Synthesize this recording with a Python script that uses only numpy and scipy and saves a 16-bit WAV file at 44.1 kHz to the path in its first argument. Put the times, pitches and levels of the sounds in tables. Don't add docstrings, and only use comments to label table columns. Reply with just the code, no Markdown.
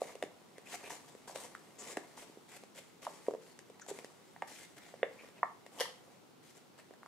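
import sys
import numpy as np
from scipy import signal
from scipy.fft import rfft, irfft, next_fast_len
from scipy.io import wavfile
from scipy.ndimage import uniform_filter1d

SR = 44100
rng = np.random.default_rng(int(sys.argv[2]) if len(sys.argv) > 2 else 0)


def dump_mix(stems):
    frames = np.atleast_2d(stems).T
    limited = np.clip(frames, -1, 1)
    pcm = np.round(limited * 32767).astype(np.int16)
    wavfile.write(sys.argv[1], SR, pcm)


N = 311787
TIME_S = np.arange(N) / SR

# [hz, coherence_0_to_1]
HUSH_SPECTRUM = [(15, -67), (25, -45), (70, -24), (91, -13), (144, -3.5), (274, -3), (306, -4.5), (369, -3),
                 (685, -12.5), (763, -9), (1210, -15.5), (1310, -13), (1710, -20), (3740, -21),
                 (15600, -32.5)]
HUSH_LIKENESS = [(60, 0.16), (150, 0.23), (380, 0.092), (950, 0.093), (2380, 0.11), (5980, 0.24),
                 (15000, 0.035)]
HUSH_RMS_DB = -61.5

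# [time_s, rub_and_hiss_db]; drumming is offset in handling()
BRUSH = [(0, -76), (1.1, -73), (2.1, -70), (2.9, -83.5), (4.1, -73.5), (5.6, -77.5), (6.1, -73),
         (7.07, -120)]
# [start_s, end_s, rub_db, hiss_over_rub_db, drum_db, swell_start_to_end_db]; before layer trims
SLIDES = [(.005, 0.13, -61, 1, -57.5, -4), (0.656, .757, -55.5, 0.5, -60, 17),
          (0.785, 0.886, -61, -0.5, -59.5, 11), (0.897, 0.971, -55.5, 1.5, -55.5, -9),
          (1.079, 1.096, -64, 0, -58, -4), (1.276, 1.335, -64, 6, -55.5, -9),
          (1.347, 1.465, -59.5, 4.5, -55, -5.5), (1.786, 1.935, -56.5, 0.5, -55.5, 6),
          (2.168, 2.241, -59, .5, -60.5, -5), (2.482, 2.575, -60.5, -0.5, -66, 10),
          (2.748, 2.795, -59.5, 2, -63.5, 8.5), (3.019, 3.06, -56.5, -0.5, -57.5, -4),
          (3.08, 3.32, -69, 3, -65, -7), (3.412, 3.53, -70.5, 2.5, -69, 4),
          (3.879, 3.909, -58.5, 5, -53, 8), (3.93, 4, -62.5, -1, -62, 7),
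          (4.473, 4.655, -60, 1.5, -68, -2.5), (4.764, 4.787, -58.5, -2.5, -59, 8),
          (4.817, 4.94, -64, -6, -83, -8), (5.117, 5.299, -66, -7.5, -63.5, 4),
          (5.344, 5.4, -68, -14, -65.5, 6), (5.718, 5.81, -64.5, 1.5, -60, 10),
          (6.428, 6.514, -67, 0.5, -74, 4), (6.544, 6.583, -66.5, 0.5, -68.5, 10),
          (6.779, 6.805, -62, -4, -64, -4)]
SETTLE_DB, SETTLE_FALL_DB_PER_S = -11.5, 45.5
# [hz, relative_db]
HISS_SPECTRUM = [(1800, -17), (3000, -4.5), (3400, -5.5), (4500, -4), (6000, -3), (7400, -0.5),
                 (9000, -3.5), (10500, -5.5), (13900, -13.5), (15600, -44)]
RASP_SPECTRUM = [(900, -30), (1400, -7), (2050, -2), (2500, -6.5), (3000, -9.5), (4200, -12.5),
                 (7000, -24.5)]
DRUM_SPECTRUM = [(100, -21), (250, -1), (480, 4.5), (750, 2.5), (1100, -0.5), (1600, -18.5), (3000, -67)]
# [hz, coherence_0_to_1]
PAPER_LIKENESS = [(200, 0.93), (1000, 0.93), (2000, 0.73), (4000, 0.26), (14000, 0.99)]

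# [start_s, thump_db, settled_pitch_hz, cycles_to_widest_swing, crack_db, treble_limit_hz, fibre_db]
POPS = [(0.0175, -21.5, 525, .55, -42, 1200, -43.5), (.0405, -47, 590, .5, -56, 2300, -46),
        (.1536, -37.5, 458, .6, -50, 3300, -46.5), (0.2253, -25.5, 544, 0.66, -29.5, 3950, -37),
        (0.2365, -29, 376, 0.36, -50, 3600, -43.5), (0.5816, -42.5, 449, 0.53, -46, 2300, -46.5),
        (.7395, -40, 712, 1.5, -36, 2000, -53), (0.9053, -43, 890, 1.6, -36, 2710, -53),
        (1.15, -41, 420, 0.42, -44, 1300, -55), (1.296, -37, 674, 0.6, -50, 1700, -66),
        (1.3582, -31.5, 537, 0.47, -56, 2200, -35), (1.5502, -34, 1230, .65, -35, 2000, -48.5),
        (1.9704, -26.5, 650, 0.39, -28.5, 2240, -34.5), (1.9725, -27.5, 356, 0.42, -23, 1410, -60),
        (2.176, -41, 820, 0.87, -52, 2300, -56), (2.2972, -45, 334, 0.31, -57, 1700, -65),
        (2.372, -41.5, 366, 0.42, -65, 1700, -68), (2.636, -40.5, 480, 0.26, -54, 1800, -49.5),
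        (2.7878, -47, 520, .7, -55, 2300, -46), (3.0498, -46, 920, .66, -52, 2300, -42),
        (3.0671, -25.5, 827, .68, -37, 1750, -46), (3.0735, -35.5, 600, 1.64, -52, 1700, -55),
        (3.266, -45, 600, .25, -44, 2400, -50), (3.2831, -18, 441, 0.54, -40, 1100, -47.5),
        (3.309, -35, 510, 0.26, -50, 1700, -52), (3.3367, -31, 460, 0.59, -44, 1700, -52),
        (3.3481, -32, 463, .8, -47, 1700, -57), (3.59, -51, 430, 0.87, -41.5, 1870, -43),
        (3.699, -46, 437, 0.87, -64, 2000, -55), (3.7965, -48, 760, .45, -64, 2300, -49.5),
        (3.8635, -48, 734, 1, -54, 2300, -48), (3.885, -39.5, 480, 0.39, -48, 2300, -45),
        (3.912, -32.5, 408, 0.9, -53, 1700, -52), (3.9881, -35, 452, 0.24, -45, 2190, -41.5),
        (4.0452, -35.5, 418, 0.27, -43.5, 2400, -41.5), (4.362, -44, 760, 0.8, -41, 2000, -72),
        (4.4211, -28, 830, 0.73, -29.5, 2700, -47.5), (4.4243, -26.5, 650, .36, -37, 2190, -60),
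        (4.9394, -38.5, 530, 0.61, -50, 2100, -64), (5.03, -18.5, 498, 0.81, -20, 3060, -60),
        (5.2451, -47.5, 480, 0.75, -53, 2600, -66), (5.4302, -14.5, 935, 0.69, -19.5, 1820, -68),
        (5.4325, -25.5, 640, .64, -29, 2070, -70), (5.6639, -40.5, 543, .25, -47, 3400, -47.5),
        (5.8076, -27, 493, 1.1, -29, 2340, -50), (5.8157, -40, 496, .5, -28, 2300, -46),
        (5.855, -37, 895, 0.89, -45, 2300, -50), (6.9081, -42, 450, 0.37, -49, 1700, -63),
        (6.937, -47.5, 620, 0.41, -45.5, 1700, -57), (7.0315, -37, 1010, 0.28, -55, 1900, -58),
        (7.0608, -37, 940, .3, -55, 1900, -55)]
# [hz, relative_db, swell_time_s]
CREASE_MODES = [(1894, -0.5, 0.00049), (2680, -12, 0.00085), (3540, -10, 0.0011)]
# [hz, relative_db]
TICK_SPECTRUM = [(800, -15), (2000, 12), (3600, 6.5), (5000, 5), (7500, 6), (11000, 0), (16000, -19)]
OVERTONE_RATIO, OVERTONE_DB = 2.035, -18
RUSTLE_RISE_S = 0.009
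CRINKLES_PER_S, CRINKLE_OVER_RUB_DB, CRINKLE_SPREAD_DB, CRINKLE_MID_HZ = 22, 5.5, 3, 640

# [start_s, length_s, level_db, centre_hz]; rms level before fading the ends
NARROW_RUBS = [(.076, 0.036, -59, 2000), (.555, .04, -66.5, 2060), (.66, 0.029, -57, 2460),
               (.828, 0.059, -56, 2470), (1.272, 0.029, -60, 1510), (1.78, .05, -52.5, 7070),
               (1.861, 0.066, -56.5, 7100), (3.811, 0.016, -55.5, 6470), (3.812, .021, -56.5, 1500),
               (3.876, 0.033, -53.5, 7340), (5.184, 0.039, -57, 2320), (5.363, 0.036, -66, 2620)]
NARROW_RUB_WIDTH = 0.22

# [hz, relative_db]
PLEAT_SPECTRUM = [(60, -54), (300, -14), (520, -4), (1000, 0.5), (1500, -12), (1900, 1.5), (2450, -18.5),
                  (3150, -3), (3800, -10.5), (5000, -5.5), (7500, -14), (9800, -11.5), (13800, -18),
                  (15600, -30)]
# [hz, relative_db, swell_time_s]
PLEAT_MODES = [(3120, -3, .0006), (5000, -13, .0004)]
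# [time_s, level_db]
FLICK_PRESS = [(5.786, -48), (5.794, -43), (5.801, -33), (5.808, -28.5), (5.815, -32.5)]
FLICK_START_S, FLICK_GAP_S, FLICK_JITTER_S = 5.7868, 0.0063, 0.0001
SLAP_RISE_S = 0.0012

# [delay_s, level_db]
ECHOES = [(.0042, -17), (.0071, -26), (.0096, -17.5), (.0128, -19), (.0165, -25.5), (.0255, -22)]
# [hz, left_minus_right_db]
PORTS = [(100, 0), (400, -1.2), (1000, -2), (2200, .8), (4500, 4), (7300, 8), (9500, 2), (13000, -5)]
# [hz, time_s]
ROOM_SPECTRUM = [(200, 3), (650, 0), (2000, 1), (6000, 1), (15000, -1)]
ROOM_LIKENESS = [(200, 0.61), (600, 0.81), (1500, 0.14), (3000, 0.065), (14000, 0.22)]
ROOM_T60 = [(150, .36), (500, .35), (1500, .35), (5000, .36), (14000, .26)]
POP_WET_DB, RUB_WET_DB, FLICK_WET_DB = -11, -6, -2
LEFT_LEAD_S, BAND_LIMIT_HZ = 0.00002, 15700


def amp(db):
    return 10 ** (np.asarray(db) / 20)


def unit(x):
    return x / np.sqrt(np.mean(x ** 2) + 1e-20)


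def read(points, hz):
    table_hz, value = np.transpose(points)
    return np.interp(np.log(hz + 1), np.log(table_hz + 1), value)


def add(mix, start_s, sound):
    first = max(round(start_s * SR), 0)
    part = mix[:, first:][:, :sound.shape[-1]]
    part += sound[..., :part.shape[1]]


def colour(pair, spectrum, likeness):
    size = pair.shape[1]
    hz = np.fft.rfftfreq(size, 1 / SR)
    a, b = rfft(pair)
    same = np.clip(read(likeness, hz), -1, 1)
    mid = a * np.sqrt(1 + same)
    side = b * np.sqrt(1 - same)
    stereo = np.array([mid + side, mid - side])
    return unit(irfft(stereo * amp(read(spectrum, hz)), size))


def swell(t_s, rise_s):
    u = np.maximum(t_s, 0) / rise_s
    return u * np.exp(1 - u)


def ringing(t_s, modes):
    ring = np.zeros(len(t_s))
    for hz, db, rise_s in modes:
        ring += amp(db) * swell(t_s, rise_s) * np.sin(2 * np.pi * hz * t_s)
    return ring


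def hush():
    noise = rng.standard_normal((2, next_fast_len(N)))
    return amp(HUSH_RMS_DB) * colour(noise, HUSH_SPECTRUM, HUSH_LIKENESS)[:, :N]


def handling(edge_s=0.0078, brush_drum_db=4.0):
    force = amp(np.interp(TIME_S, *np.transpose(BRUSH))) * amp([[0], [0], [brush_drum_db]])
    for start_s, end_s, rub_db, hiss_over_rub_db, drum_db, swell_db in SLIDES:
        contact = np.clip(np.minimum(TIME_S - start_s, end_s - TIME_S) / edge_s + 0.5, 0, 1)
        progress = np.clip((TIME_S - start_s) / (end_s - start_s), 0, 1)
        after_s = np.maximum(TIME_S - end_s, 0)
        settling = (TIME_S > end_s) * amp(SETTLE_DB - SETTLE_FALL_DB_PER_S * after_s)
        stroke = contact * amp(swell_db * (progress - 0.5)) + settling
        levels = amp([[rub_db], [rub_db + hiss_over_rub_db], [drum_db]])
        force = np.sqrt(force ** 2 + (levels * stroke) ** 2)
    return force


def friction(spectrum, slips_per_s, spread_db, patch_db=2):
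    size = next_fast_len(N)
    slip_sizes = amp(spread_db * np.minimum(rng.exponential(1, size), 4))
    slips = (rng.random(size) < slips_per_s / SR) * slip_sizes
    grains = colour(slips * rng.standard_normal((2, size)), spectrum, PAPER_LIKENESS)
    z = signal.stft(grains, nperseg=512)[2]
    patches = uniform_filter1d(rng.standard_normal(z.shape[1:]), size=6, axis=0)
    patches = unit(uniform_filter1d(patches, size=8, axis=1))
    return unit(signal.istft(z * amp(patch_db * patches), nperseg=512)[1][:, :N])


def slides(rubbing, hissing, drumming, hiss_trim_db=-0.5, rasp_trim_db=-1.0, judder_db=1.34):
    grip = unit(uniform_filter1d(rng.standard_normal(N), size=200))
    judder = unit(amp(judder_db * grip))
    hiss = amp(hiss_trim_db) * friction(HISS_SPECTRUM, 7000, 1.1)
    rasp = amp(rasp_trim_db) * friction(RASP_SPECTRUM, 2500, 2.3)
    drum = friction(DRUM_SPECTRUM, 1400, 1.23)
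    return judder * (hissing * hiss + rubbing * rasp + drumming * drum)


def buckle(thump_db, hz, cycles, crack_db, limit_hz, fibre_db, tick_rise_s=0.00081, sag=0.33,
           sag_time_s=0.0013, rustle_db=-18, fibre_trim_db=-5, bass_cut_ratio=0.49):
    t_s = np.arange(2048) / SR
    turns = hz * (t_s + sag * sag_time_s * (1 - np.exp(-t_s / sag_time_s)))
    envelope = swell(t_s, cycles / hz)
    swing = envelope * np.sin(2 * np.pi * turns)
    overtone = envelope * np.sin(2 * np.pi * OVERTONE_RATIO * hz * t_s)
    thump = -amp(thump_db) * (swing + amp(OVERTONE_DB) * overtone)
    crack = -amp(crack_db) * ringing(t_s, CREASE_MODES)
    rounded = signal.butter(6, limit_hz, fs=SR, output="sos")
    thin = signal.butter(2, bass_cut_ratio * hz, "high", fs=SR, output="sos")
    panel = signal.sosfilt(np.vstack([rounded, thin]), thump + crack)
    fibres = colour(rng.standard_normal((2, len(t_s))), TICK_SPECTRUM, PAPER_LIKENESS)
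    fibres *= swell(t_s, tick_rise_s) + amp(rustle_db) * swell(t_s, RUSTLE_RISE_S)
    return panel + amp(fibre_db + fibre_trim_db) * fibres


def crinkles(rubbing, spread_octaves=0.46, count=16):
    out = np.zeros((2, N))
    panels = []
    for pitch in np.linspace(-2, 2, count):
        hz = CRINKLE_MID_HZ * 2 ** (spread_octaves * pitch)
        panels.append(buckle(0, hz, cycles=0.58, crack_db=-2, limit_hz=2600, fibre_db=-3))
    for at in np.flatnonzero(rng.random(N) < CRINKLES_PER_S / SR):
        level_db = CRINKLE_OVER_RUB_DB + CRINKLE_SPREAD_DB * rng.standard_normal()
        panel = panels[rng.integers(0, count)]
        add(out, at / SR, rubbing[at] * amp(level_db) * panel)
    return out


def pops():
    out = np.zeros((2, N))
    for start_s, *panel in POPS:
        add(out, start_s, buckle(*panel))
    return out


def narrow_rubs():
    out = np.zeros((2, N))
    bin_hz = np.fft.rfftfreq(4096, 1 / SR)
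    for start_s, length_s, db, hz in NARROW_RUBS:
        band = 1 / (1 + (2 * (bin_hz - hz) / (NARROW_RUB_WIDTH * hz)) ** 2)
        noise = irfft(rfft(rng.standard_normal(4096)) * band)
        patch = unit(noise[:int(length_s * SR)])
        add(out, start_s, amp(db) * patch * signal.windows.tukey(len(patch), 0.5))
    return out


def flicks(bass_cut_hz=260, ring_db=3, count=5):
    out = np.zeros((2, N))
    t_s = np.arange(2048) / SR
    ring = amp(ring_db) * ringing(t_s, PLEAT_MODES)
    jitter_s = FLICK_JITTER_S * rng.standard_normal(count)
    for start_s in FLICK_START_S + FLICK_GAP_S * np.arange(count) + jitter_s:
        noise = colour(rng.standard_normal((2, len(t_s))), PLEAT_SPECTRUM, PAPER_LIKENESS)
        slap = noise * swell(t_s, SLAP_RISE_S)
        press_db = np.interp(start_s, *np.transpose(FLICK_PRESS))
        add(out, start_s, amp(press_db) * (slap + ring))
    return signal.sosfilt(signal.butter(2, bass_cut_hz, "high", fs=SR, output="sos"), out)


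def echoes(x, dull_hz=3000):
    out = x.copy()
    dull = signal.lfilter(*signal.butter(1, dull_hz, fs=SR), x)
    for delay_s, db in ECHOES:
        add(out, delay_s, amp(db) * dull)
    return out


def lean(pair, table):
    size = next_fast_len(pair.shape[1] + 2048)
    half_db = read(table, np.fft.rfftfreq(size, 1 / SR)) / 2
    return irfft(rfft(pair, size) * amp([half_db, -half_db]), size)[:, :pair.shape[1]]


def room(x, build_s=0.0037):
    noise = colour(rng.standard_normal((2, SR // 2)), ROOM_SPECTRUM, ROOM_LIKENESS)
    hz, t_s, z = signal.stft(noise, SR, nperseg=256)
    decay = amp(-60 * t_s / read(ROOM_T60, hz)[:, None])
    tail = signal.istft(z * decay, SR, nperseg=256)[1]
    tail *= 1 - np.exp(-(np.arange(tail.shape[1]) / SR / build_s) ** 2)
    return signal.fftconvolve(x, tail / np.linalg.norm(tail[0]), axes=1)[:, :N]


def scene():
    rubbing, hissing, drumming = handling()
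    rub = slides(rubbing, hissing, drumming) + narrow_rubs()
    pop = pops() + crinkles(rubbing)
    flick = flicks()
    near = lean(echoes(pop + rub + flick), PORTS)
    tail = room(amp(POP_WET_DB) * pop + amp(RUB_WET_DB) * rub + amp(FLICK_WET_DB) * flick)
    return near + tail + hush()


def record(dry):
    size = next_fast_len(N + 2048)
    lag = np.exp(-2j * np.pi * np.fft.rfftfreq(size, 1 / SR) * LEFT_LEAD_S)
    right = irfft(rfft(dry[1], size) * lag, size)[:N]
    lowpass = signal.firwin(511, BAND_LIMIT_HZ, window=("kaiser", 9), fs=SR)
    return signal.oaconvolve(np.array([dry[0], right]), lowpass[None], "same")


dry = scene()
out = record(dry)
dump_mix(out)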